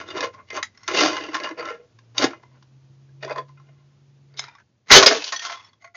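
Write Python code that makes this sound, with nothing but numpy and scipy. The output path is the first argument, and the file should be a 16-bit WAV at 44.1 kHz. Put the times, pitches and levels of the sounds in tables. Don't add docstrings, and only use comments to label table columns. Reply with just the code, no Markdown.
import sys
import numpy as np
from scipy import signal
from scipy.fft import rfft, irfft
from scipy.io import wavfile
from scipy.ndimage import uniform_filter1d

SR = 44100
rng = np.random.default_rng(int(sys.argv[2]) if len(sys.argv) > 2 else 0)


def volts_from_decibels(level):
    exponent = np.asarray(level, float) / 20
    return 10 ** exponent


def store_wav(level_fs):
    pcm = np.round(np.clip(np.atleast_2d(level_fs), -1, 1) * 32767)
    wavfile.write(sys.argv[1], SR, pcm.T.astype(np.int16))


N = 262836


def evened(x):
    return x / np.sqrt(np.mean(x ** 2) + 1e-20)


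def add(mix, start_s, sound):
    part = mix[..., round(start_s * SR):][..., :sound.shape[-1]]
    part += sound[..., :part.shape[-1]]


def shade(points, hz):
    f, db = np.transpose(points)
    return volts_from_decibels(np.interp(np.log(hz + 1), np.log(f + 1), db))


def curve(points):
    return np.interp(np.arange(N) / SR, *np.transpose(points))


def resonate(x, hz, width_hz):
    turn = np.exp(2j * np.pi * np.cumsum(hz * np.ones(len(x))) / SR)
    decay = np.exp(-np.pi * width_hz / SR)
    return 2 * (turn * signal.lfilter([1 - decay], [1, -decay], x / turn)).real


def drift(seconds):
    span = max(round(seconds * SR), 1)
    once = uniform_filter1d(rng.standard_normal(N), span)
    return evened(uniform_filter1d(once, span))


# (start t/s, swell t/s, peak level/dB, fade t/s, grit level/dB re peak)
PUSH_STROKES = [(0, 0.00039, -35.5, 0.076, -2), (.04, 0.047, -41.5, .06, -3),
                (.085, 0.021, -34.5, 0.089, -4.5), (.14, .035, -29, 0.074, -3.5),
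                (.2, 0.044, -24.5, 0.053, -2), (.325, 0.018, -44.5, 0.053, -2),
                (.34, 0.053, -50.5, 0.086, -16.5), (.5, 0.082, -30.5, 0.049, -4),
                (.905, 0.099, -20, 0.34, 3), (1.2, 0.028, -40, 0.45, -7.5), (1.39, 0.059, -32, 0.15, -7),
                (1.565, 0.024, -30.5, 0.14, -11), (1.49, 0.025, -35.5, 0.025, -8),
                (1.62, 0.075, -31.5, 0.13, -7.5), (2.145, .03, -41, 0.042, 3),
                (2.183, 0.042, -24, 0.053, 2.5), (2.19, 0.053, -20.5, 0.068, -0.5),
                (2.28, 0.028, -39, 0.11, -6.5), (2.425, 0.004, -56, 0.1, -4),
                (2.47, 0.098, -63.5, 0.075, -10), (3.225, 0.0052, -34, 0.06, -7),
                (3.25, 0.067, -32.5, 0.045, -13), (3.352, 0.031, -28.5, 0.053, -11.5),
                (3.6, 0.073, -68, .5, -20.5), (4.3, .07, -60, 0.14, -25)]
SKID_STROKES = [(.47, 0.018, -52, 0.024, 5), (.629, 0.00097, -35.5, 0.013, 13), (.72, 0.16, -55, 0.063, -2),
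                (.84, 0.039, -52.5, 0.017, -1), (.876, 0.0079, -27, 0.19, -7),
                (1.166, 0.0085, -31.5, 0.04, -6), (1.33, 0.022, -25, 0.067, -2.5),
                (3.205, .021, -50, 0.011, -6), (3.475, 0.011, -59.5, 0.092, 2),
                (3.56, 0.023, -68, 0.073, -12), (3.64, 0.069, -75, 0.2, -15),
                (4.365, 0.035, -46, .011, 12.5), (4.393, 0.0011, -25, 0.0057, 10.5),
                (4.4, 0.018, -44, 0.27, -6), (4.585, 0.016, -51.5, 0.031, -6.5),
                (5.17, 0.11, -44.5, 0.14, 12.5), (5.321, 0.004, -29, 0.11, 3.7),
                (5.373, 0.089, -36, 0.066, 7), (5.43, 0.089, -37.5, 0.19, 0.5),
                (5.625, 0.049, -51.5, 0.04, -1), (5.8, 0.025, -59.5, 0.031, 5),
                (5.84, 0.005, -35, 0.021, -9.5), (5.855, 0.0047, -54, 0.07, -3),
                (5.94, 0.019, -40.5, 0.015, 1)]
TEAR_STROKES = [
    (4.86, 0.032, -51, .021, 0.5),
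    (4.882, .021, -34, 0.015, 3.5),
    (4.904, .002, -13, 0.033, -1),
    (4.912, 0.0036, -0.5, 0.15, 5),
    (4.93, 0.039, -0.5, 0.045, 4),
    (5.0, 0.0073, -14, 0.037, -7.5),
    (5.026, 0.0078, -12, .04, 3.5),
    (5.06, 0.0018, -6.5, 0.07, 6),
    (5.108, 0.0034, -16, .07, -8),
    (5.08, .04, -26.5, 0.21, 5),
]


def scrapes():
    grains = rng.standard_normal((3, N)) * volts_from_decibels(2.0 * np.minimum(rng.exponential(1, N), 4))
    grains = evened(grains * volts_from_decibels(2.5 * drift(.003)))
    power = np.zeros((3, N))
    for strokes, belly_db in ((PUSH_STROKES, -1.5), (SKID_STROKES, -16), (TEAR_STROKES, -9)):
        for start, swell, db, fade, grit_db in strokes:
            t = np.arange(0, swell + 2 * fade, 1 / SR)
            rising_db = -16.5 * (1 - t / swell)
            falling_db = -33.5 * (abs(t - swell) / fade) ** 1.047
            under_db = np.where(t < swell, rising_db, falling_db)
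            ranges_db = np.array([belly_db + 0.8 * under_db, under_db, grit_db + 1.19 * under_db])
            push = volts_from_decibels(ranges_db + db) * np.minimum(t * SR / 60, 1)
            add(power, max(start, 0), push ** 2)
    return grains * np.sqrt(power)


# (t/s, peak level/dB, ring f/Hz, grit level/dB re peak)
THUMP_HITS = [(0.504, -20.5, 2090, 6), (1.287, -23.5, 1970, -22), (1.401, -16, 2070, -2),
              (2.152, -43, 1114, 1.5), (3.089, -52.5, 1624, -15), (3.227, -27, 626, 1.5),
              (3.279, -23.5, 990, 0), (3.297, -16.5, 627, -14), (3.311, -22.5, 650, -4),
              (3.326, -22, 1002, -4), (3.36, -19, 1010, -5), (3.382, -14.5, 1030, -3.5),
              (3.689, -40, 627, -22.5), (4.34, -42, 4620, -8), (4.913, -2.5, 1306, -3.5),
              (5.061, -5, 5240, 4.5)]
TAP_HITS = [(0.087, -26.5, 1420, 2), (0.105, -27.5, 3590, 7), (0.207, -15, 1720, 8.5),
            (0.629, -6.5, 2004, 0), (0.749, -43.5, 2000, 1), (0.775, -32.5, 5470, -5),
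            (0.795, -45, 2000, -4), (0.815, -51, 1400, 6), (0.833, -36, 1104, 7), (0.879, -13.5, 1350, 10),
            (0.973, -17.5, 2650, 13), (1.167, -15.5, 1390, 1), (1.184, -20, 1960, -14),
            (1.345, -14, 1060, 6), (1.436, -21, 4250, 9), (1.447, -20, 1080, -1), (1.472, -20, 1650, 0.5),
            (1.49, -21.5, 1650, 1), (1.595, -17, 490, -14), (1.655, -21, 2020, 4), (1.989, -40, 1626, 8),
            (2.181, -10.5, 2040, 14), (2.333, -24, 1355, -34), (2.435, -36, 996, -12.5),
            (2.626, -41.5, 986, 8), (3.248, -15.5, 590, -3.5), (3.493, -42.5, 1046, -16),
            (3.574, -42, 1360, -17), (3.599, -41, 1350, -1.5), (4.373, -42, 5250, 17.5),
            (4.393, -14.5, 2113, 2), (4.44, -25, 1366, 2), (4.484, -29, 990, -3.5),
            (4.552, -35, 1130, -5.5), (4.585, -37, 1496, -7)]
CLATTER_HITS = [(4.904, -1, 1075, -6), (5.027, 0, 1050, 4.5), (5.109, -6, 644, -8), (5.222, -18, 2630, 0.5),
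                (5.242, -23, 4740, 13), (5.29, -24.5, 3030, 6), (5.323, -13.5, 1920, 4),
                (5.362, -30, 4630, 21), (5.394, -23, 2820, 11), (5.424, -26, 6240, 7),
                (5.451, -21.5, 1370, 9), (5.498, -20, 1016, -4), (5.605, -41.5, 2593, 3.5),
                (5.646, -36.5, 5360, -6), (5.688, -43.5, 4450, -1), (5.732, -48, 1067, 4.5),
                (5.847, -29, 690, -5), (5.875, -35, 2070, -8), (5.948, -29.5, 2006, -19)]


def knocks():
    t = np.arange(6000) / SR
    drive, ring = np.zeros((3, N)), np.zeros(N)
    for hits, belly_db, t60 in ((THUMP_HITS, -1, 0.028), (TAP_HITS, -26.5, 0.031), (CLATTER_HITS, -30.5, .048)):
        crack = volts_from_decibels(-60 * t / np.clip(t60, .01, .1))
        quick_crack = 1.1 * volts_from_decibels(-60 * t / .025)
        shape = (crack + quick_crack) * np.minimum(t / .003, 1)
        for start, db, hz, grit_db in hits:
            blow = rng.standard_normal((3, len(t))) * volts_from_decibels(db - 15) * shape
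            add(drive, start - .002, blow * volts_from_decibels(np.array([[belly_db], [0], [grit_db]])))
            struck = resonate(blow[1], hz, 50 + .015 * hz)
            add(ring, start - .002, struck * volts_from_decibels(db - 9.5) / abs(struck).max())
    return drive, ring


# (f/Hz, level/dB per Hz)
BODY_COLOUR = [(18, -51), (30, -37.5), (227, -3.5), (413, 6.5), (654, 6), (786, 0), (1080, -6.5),
               (1840, -4), (6080, -11), (7310, -19), (9500, -36), (16100, -120)]


def body_responses():
    hz = abs(np.fft.fftfreq(8192, 1 / SR))
    belly = 1 / (1 + (hz / 850) ** 6)
    grit = 1 - 1 / (1 + (hz / 2800) ** 6)
    gains = shade(BODY_COLOUR, hz) * [belly, 1 - belly - grit, grit]
    log_gain = np.log(np.maximum(gains, 1e-5))
    taps = np.fft.ifft(np.exp(np.conj(signal.hilbert(log_gain)))).real[:, :4096]
    return taps / np.linalg.norm(taps, axis=1, keepdims=True)


# (f/Hz, level/dB over the broad noise)
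BLADE_MODES = [(500, -3), (624, 1), (824, -2), (1060, 13.5), (1375, 8.5), (1680, -0.8), (1830, -10),
               (2070, 5), (2480, 2), (2860, 8), (3620, 0.5), (4650, 3), (5550, -6), (6200, -6)]
# (from t/s, freedom to ring level/dB, belly f/Hz, loosest mode f/Hz, its level/dB)
GRIPS = [(0, 3, 332, 1380, 9), (0.069, 4.5, 366, 3610, 18), (0.111, 3, 366, 2850, 16),
         (0.154, -1, 344, 1015, 14), (0.222, -0.5, 525, 1065, 11), (0.459, 2, 351, 2080, 25.5),
         (0.531, 2, 366, 6220, 18.5), (0.571, 7, 373, 1080, 24), (0.873, -3.5, 360, 2140, 4),
         (0.96, -6, 308, 2730, 9), (1.01, -5, 313, 743, 9.5), (1.09, 3, 329, 1030, 8),
         (1.21, 2.5, 308, 2745, 12), (1.332, -8, 314, 1059, 13.5), (1.389, 4, 340, 2600, 6),
         (1.43, 5.5, 332, 1670, 15), (1.464, 2.5, 323, 1086, 11), (1.561, 0, 499, 4610, 19.5),
         (1.609, 1.5, 330, 1337, 18.5), (1.67, 2, 608, 1364, 14), (1.704, -2.5, 481, 1370, 10),
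         (1.902, 6.5, 277, 1047, 20), (2.174, -6, 269, 759, 4.5), (2.29, -3, 332, 1001, 13.5),
         (3.001, 0, 370, 2465, 19.5), (3.46, -7, 510, 1025, 23), (3.56, 34, 370, 1380, 24.5)]
# (from t/s, [(f/Hz, level/dB over the broad noise)])
EDGE_SLAPS = [
    (0.325, [(620, 4), (1080, 23), (1400, 7), (2070, 7.5)]),
    (0.622, [(1300, 0), (1950, 16.5), (3900, 8), (4900, 1), (6200, -1), (6900, 10)]),
    (0.72, [(1100, 8.5), (1400, 5), (2050, 9.5), (4300, 5), (5470, 7.5), (6400, 5)]),
    (3.2, [(630, 9), (1000, 6.5), (1400, 1), (1830, 6.5), (2480, 10), (2870, 1), (3620, 10.5), (4650, 10)]),
    (3.245, [(370, 18.5), (630, 11), (1830, 5), (2480, 6), (3450, 11), (4590, 6)]),
    (3.277, [(630, 16), (820, 13), (990, 21), (1350, 9), (2060, 8), (2480, 5), (3550, 9), (4650, 12)]),
    (3.349, [(510, 10), (624, 15.5), (1020, 23), (1680, 3), (2110, -4), (2470, -3), (3410, 15), (4600, 10)]),
]
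# (from t/s, [(f/Hz, level/dB over the broad noise)])
PIECE_MODES = [(4.25, [(400, 7), (980, -5.5), (1420, 5.5), (2120, 5), (3600, 6.5), (3850, 9), (5150, 6),
               (6400, -12)]), (4.47, [(970, 10), (1420, 6), (2000, 2.5), (2400, 4), (3700, 6.5),
               (5150, 3.5)]), (4.58, [(1000, 2), (1400, 5), (1550, 9), (1720, 4.5)]), (4.8, [(85, 6.5),
               (140, 7.5), (980, -2), (1380, -1), (2040, 10), (4040, -3.5), (6190, -4)]), (4.942, [(85, 8),
               (140, 2), (385, 5), (507, 1.5), (1690, -5.5), (2980, -4.5), (4400, -6), (6190, -3.5)]),
               (5.02, [(375, 6), (630, 5), (1040, 10), (1400, -5), (5340, -4), (6360, -2)]),
               (5.056, [(405, 4.5), (510, 1), (1440, -2), (2160, 0), (4940, 0)]), (5.103, [(260, 7),
               (405, 5), (650, 3.5), (1450, -14), (4420, -4)]), (5.135, [(300, 6), (440, 6.5), (1100, -1.5),
               (1690, -2.5), (2640, 1.5)]), (5.202, [(420, -9), (1060, -1), (2610, 1), (3030, -1),
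               (4600, -7)]), (5.312, [(700, 4), (1067, 9.5), (1830, 6), (4100, -4)]), (5.355, [(1830, 14.5),
               (3320, 9), (4380, 8.5), (5925, 6)]), (5.421, [(700, 1.5), (1060, 12.5), (1360, 5),
               (2070, 4.5), (3200, -4)]), (5.555, [(1060, 15.5), (2070, 4), (3375, 11), (4540, -4.5),
               (5380, 0)]), (5.79, [(685, 22.5), (1100, 10.5), (1420, 11.5), (2072, 21.5), (4430, 8.5),
               (6450, 9)])]


def blade(x):
    out, wander = np.zeros(N), drift(0.022)
    poses = EDGE_SLAPS + PIECE_MODES
    for start, free_db, belly_hz, loose_hz, loose_db in GRIPS:
        whole = [(hz, db + free_db) for hz, db in BLADE_MODES]
        poses = poses + [(start, [(belly_hz, 12.5), (loose_hz, loose_db)] + whole)]
    poses = sorted(poses, key=lambda pose: pose[0])
    starts = [round(max(start, 0) * SR) for start, _ in poses] + [N]
    for a, b, (_, modes) in zip(starts, starts[1:], poses):
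        part = np.append(x[a:b], np.zeros(3000))
        rung = volts_from_decibels(-5) * part
        for hz, db in modes:
            swell, bend = (np.roll(wander, rng.integers(N))[:len(part)] for _ in range(2))
            mode = resonate(volts_from_decibels(3 * swell) * part, hz * (1 + .007 * bend), 24 + .014 * hz)
            rung += volts_from_decibels(db) * mode
        add(out, a / SR, rung * np.linalg.norm(part) / np.linalg.norm(rung))
    return out


# (t/s, level/dB, f/Hz, t60 t/s)
GROUND_THUDS = [
    (1.0, -40, 120.7, .2),
    (2.237, -30.5, 128.3, .12),
    (4.911, -17.5, 124.2, .12),
    (4.928, -27, 172, 0.17),
]


def thuds():
    t, out = np.arange(12000) / SR, np.zeros(N)
    for start, db, hz, t60 in GROUND_THUDS:
        rise = np.minimum(t / 0.0089, 1)
        add(out, start, volts_from_decibels(db - 60 * t / t60) * np.sin(2 * np.pi * hz * t) * rise)
    return out


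def yard(x):
    t = np.arange(.004, .25, .0005)
    tail = np.zeros(round(.26 * SR))
    at = (t * SR).astype(int) + rng.integers(0, 20, len(t))
    tail[at] = rng.choice([-1., 1.], len(t)) * volts_from_decibels(-60 * t / .12)
    return signal.oaconvolve(x, tail / np.linalg.norm(tail))[:N]


# (t/s, f/Hz, level/dB)
ENGINE_REVS = [(0.0, 91, -59.5), (0.458, 93.2, -65), (0.606, 93.4, -59), (0.756, 94.7, -79),
               (0.9, 95.8, -60.5), (1.3, 94.2, -66), (1.45, 103.8, -77), (1.848, 110.5, -71.5),
               (2.14, 118, -50.5), (2.4, 126.5, -65.5), (2.55, 131.4, -55.5), (3.25, 137.2, -48.5),
               (3.99, 141.4, -56), (4.41, 136.3, -55), (4.661, 129.6, -77), (5.3, 125.3, -80),
               (5.6, 104, -70.5), (5.96, 106.2, -79)]
# (multiple of the firing rate, level/dB)
ENGINE_ORDERS = [
    (1, 1),
    (1.5, -28),
    (2.5, -20),
]


def engine():
    s, hz, db = np.transpose(ENGINE_REVS)
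    t = np.arange(N) / SR
    turns = np.cumsum(np.interp(t, s, hz) * (1 + .005 * drift(.03))) / SR
    tones = sum(volts_from_decibels(order_db) * np.sin(2 * np.pi * k * turns) for k, order_db in ENGINE_ORDERS)
    return np.sqrt(2) * volts_from_decibels(np.interp(t, s, db) + 1.8 * drift(.03)) * tones


# (t/s, level/dB)
SUPPRESSOR = [
    (0, 6),
    (.7, 0),
    (2.6, 0.5),
    (4.3, -1),
    (4.65, -5.5),
    (4.9, -8),
    (5.7, -4.5),
    (5.96, -11),
]
# (f/Hz, level/dB per Hz)
RUMBLE_COLOUR = [(15, -68.5), (25, -41.5), (86, -9.5), (114, -1.5), (139, -10.5), (162, -10.5),
                 (188, -18.5), (303, -40), (500, -42), (650, -55), (1100, -120)]
# (f/Hz, level/dB per Hz)
HISS_COLOUR = [(120, -33), (200, -1.5), (438, -9.5), (657, -13.5), (1570, -19.5), (5570, -22.5),
               (7310, -24.5), (9500, -60.5), (16100, -120)]


def coloured_noise(colour):
    gain = shade(colour, np.fft.rfftfreq(N, 1 / SR))
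    return evened(irfft(rfft(rng.standard_normal(N)) * gain, N))


def street():
    open_db = curve(SUPPRESSOR)
    rumble = coloured_noise(RUMBLE_COLOUR) * volts_from_decibels(-65 + 0.94 * open_db + 0.64 * drift(.05))
    hiss = coloured_noise(HISS_COLOUR) * volts_from_decibels(-66 + open_db + 0.47 * drift(0.032))
    return rumble + hiss


# (t/s, level/dB)
ECHO_GATE = [
    (4.62, 0),
    (4.645, -25),
    (4.8, -25),
    (4.84, 0),
]


def scene():
    rub = scrapes()
    blows, ring = knocks()
    broad = signal.oaconvolve(rub + blows, body_responses(), axes=1)[:, :N].sum(0)
    shovel = blade(broad) + ring + thuds()
    heard = (shovel + volts_from_decibels(-10.0) * yard(shovel)) * volts_from_decibels(curve(ECHO_GATE))
    return (heard + engine() + street())[None]


def roll_off(x):
    return signal.sosfilt(signal.butter(12, 15830, fs=SR, output="sos"), x)


def record(dry):
    top, knee = .87, 3
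    full = top * np.tanh((abs(dry) / top) ** knee) ** (1 / knee) * np.sign(dry)
    voice_band = signal.firwin(161, 7070, window=("kaiser", 8.), fs=SR)[None]
    band = signal.oaconvolve(full, voice_band, "same")
    flattened = np.clip(band, -.97, .97)
    top_cut = signal.firwin(201, 15900, window=("kaiser", 9), fs=SR)[None]
    spill = signal.oaconvolve(flattened, top_cut, "same")
    return roll_off(spill)


dry = scene()
out = record(dry)
store_wav(out)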